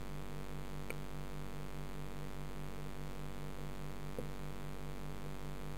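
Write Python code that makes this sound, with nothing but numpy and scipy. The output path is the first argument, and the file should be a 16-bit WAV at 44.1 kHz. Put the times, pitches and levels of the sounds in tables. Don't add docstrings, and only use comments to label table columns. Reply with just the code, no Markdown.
import sys
import numpy as np
from scipy import signal
from scipy.fft import rfft, irfft, next_fast_len
from scipy.io import wavfile
from scipy.ndimage import uniform_filter1d, map_coordinates

SR = 44100
rng = np.random.default_rng(int(sys.argv[2]) if len(sys.argv) > 2 else 0)


def invert_db(x):
    u = np.asarray(x, float) / 20
    return 10 ** u


def persist_wave(psi):
    counts = np.round(np.clip(psi, -1, 1) * 32767).astype(np.int16)
    wavfile.write(sys.argv[1], SR, np.atleast_2d(counts).T)


N = 254456
MAINS_HZ, FRAME_HZ = 49.981, 29.98

# centre in Hz, width in Hz, level in dB.
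LINE_BANDS = [(10, 22, -29.9), (158.6, 35.8, -46.7)]
# multiple of the mains rate, peak in dB.
CABLE_HUM = [(1, -69), (2, -64), (5, -68), (6, -71), (8, -70), (9, -64)]
# multiple of the mains rate, peak in dB.
HOUSING_SHAKE = [(3, -50.7), (4, -59.5)]
# multiple of the frame rate, peak in dB.
FRAME_BUZZ = [(1, -64.5), (2, -72), (3, -75)]
# frequency in Hz, density in dB per Hz.
WATER_SPECTRUM = [(20, -16), (40, -7.5), (165, -8), (225, -4.5), (330, -17), (470, 0), (555, -11.5),
                  (900, -36)]
# frequency in Hz, density in dB per Hz.
HISS_SPECTRUM = [(20, -2), (600, -0.5), (1000, -1), (2000, -3), (3000, -4.5), (4500, -5), (5200, -4),
                 (7000, -10.5)]
# start in seconds, level in dB.
SHELL_TICKS = [
    (.90346, -20.2),
    (.9049, -39),
    (.90621, -42),
    (.90988, -52),
]
# frequency in Hz, level in dB, 60 dB decay in seconds.
SHELL_MODES = [(496, 2, .015), (601, -4, .011), (852, 7.5, .005), (1387, 5, .004), (1360, -18, .035),
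               (2051, -11, .017), (2334, 7, .011), (2915, -15, .022), (3300, -5, .004), (4400, 0, .005)]
# start in seconds, level in dB.
ROCKING_KNOCKS = [
    (3.5856, -40),
    (4.18595, -24),
]
# start in seconds, level in dB.
SOFT_NUDGES = [
    (4.1953, -30.5),
    (5.2552, -45),
    (5.2595, -42),
]
# frequency in Hz, level in dB, 60 dB decay in seconds.
TANK_MODES = [(131, -20, .15), (216, -9.5, .067), (284, -3, .052), (416, 9.5, .017), (462, -5, .06),
              (642, -6, .013), (840, 7, .004)]


def filtered(x, response):
    size = next_fast_len(N + SR // 2)
    hz = np.fft.rfftfreq(size, 1 / SR)
    return irfft(rfft(x, size) * response(hz), size)[:N]


def impulses(at_s, sizes):
    at = at_s[:, None] * SR
    index = np.floor(at) + np.arange(-7, 9)
    offset = index - at
    shape = np.sinc(offset) * np.cos(np.pi * offset / 16) ** 2
    weights = sizes[:, None] * shape
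    return np.bincount(index.ravel().astype(int), weights.ravel(), N + SR)[:N]


def switching_times(edge, rising):
    cycle_s, first_fall_s, low_s = .0206809, .008542, .009469
    mean_lag_ms, wander_ms, early_ms = .065, .15, .17
    wander_s, least_lag_s = 5.9, 3.05
    at_s = first_fall_s + edge // 2 * cycle_s + rising * low_s
    wander = np.cos(2 * np.pi * (at_s - least_lag_s) / wander_s)
    lag_ms = mean_lag_ms - wander_ms * wander - early_ms * (edge % 3 == 0)
    return at_s + lag_ms / 1000


def pump_drive():
    edge_db, scatter_db, fall_s = -32.0, 0.35, 0.00094
    step_ms, step_size = .88, .16
    edge = np.arange(int(2 * N / SR / .0206809) + 1)
    rising = edge % 2
    direction = 2 * rising - 1
    at_s = switching_times(edge, rising)
    size = direction * invert_db(scatter_db * rng.standard_normal(len(edge)))
    steps = impulses(at_s + direction * step_ms / 1000, step_size * size)
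    edges = impulses(at_s, size) + steps

    def path(f):
        leak = fall_s / (1 + 2j * np.pi * f * fall_s)
        bands = sum(invert_db(db) * 1j * f * width / (hz * hz - f * f + 1j * f * width)
                    for hz, width, db in LINE_BANDS)
        return invert_db(edge_db) * leak - bands / 1000

    return SR * filtered(edges, path)


def mains_partials(lines, half_turns):
    lead_s = .0096
    half_cycles = 2 * MAINS_HZ * (np.arange(N) / SR + lead_s)
    return sum(invert_db(db) * np.cos(np.pi * (k * half_cycles + half_turns)) for k, db in lines)


def mains_hum():
    return mains_partials(CABLE_HUM, -.77) + mains_partials(HOUSING_SHAKE, -.09)


def frame_buzz():
    t = np.arange(N) / SR
    return sum(invert_db(db) * np.cos(2 * np.pi * k * FRAME_HZ * t + .7) for k, db in FRAME_BUZZ)


def rush(spectrum, patchy_db):
    z = signal.stft(rng.standard_normal(N), nperseg=1024)[2]
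    field = uniform_filter1d(rng.standard_normal(z.shape), 4, 0)
    field = uniform_filter1d(field, 5, 1)
    patchy = z * invert_db(patchy_db * field / field.std())
    noise = signal.istft(patchy, nperseg=1024)[1][:N]
    hz, db = np.transpose(spectrum)
    x = filtered(noise, lambda f: invert_db(np.interp(np.log(f + 1), np.log(hz), db, right=-120)))
    return x / x.std()


def water():
    return invert_db(-62.0) * rush(WATER_SPECTRUM, patchy_db=1.5)


def hiss():
    return invert_db(-63.5) * rush(HISS_SPECTRUM, patchy_db=.5)


def contacts(events, modes):
    attack_s = .004
    out = np.zeros(N + SR)
    t = np.arange(SR // 5) / SR
    swell = 1 - np.exp(-t / attack_s)
    for start_s, db in events:
        ring = sum(invert_db(level + rng.normal(0, .5) - 60 * t / t60) * np.sin(2 * np.pi * hz * t)
                   for hz, level, t60 in modes)
        out[round(start_s * SR):][:len(t)] -= invert_db(db) * ring * swell
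    return out[:N]


def shell_ticks():
    return contacts(SHELL_TICKS, SHELL_MODES)


def soft_knocks():
    rock_s, rock_db = .0014, -3
    second = [(s + rock_s, db + rock_db) for s, db in ROCKING_KNOCKS]
    ringing = contacts([*SOFT_NUDGES, *ROCKING_KNOCKS, *second], TANK_MODES)
    return filtered(ringing, lambda f: 1 / np.sqrt(1 + (f / 800) ** 8))


def scene():
    electrical = pump_drive() + mains_hum() + frame_buzz()
    return (electrical + water() + hiss() + shell_ticks() + soft_knocks())[None]


def band_limit(x):
    return signal.sosfilt(signal.butter(12, 16450, fs=SR, output="sos"), x)


def record(dry):
    hold_hz, top_hz, noise_db, offset = 11027.69, 15870, -78.0, .0071
    smooth = filtered(dry[0], lambda f: 1 / np.sqrt(1 + (f / 5050) ** 14))
    tick = np.floor(np.arange(N) * hold_hz / SR) + .5
    held = map_coordinates(smooth, [tick * SR / hold_hz - .5], mode="nearest")
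    held = held + invert_db(noise_db) * rng.standard_normal(N)
    held = filtered(held, lambda f: np.where(f < top_hz, 1, invert_db(-27)))
    return band_limit(held[None] + offset)


dry = scene()
out = record(dry)
persist_wave(out)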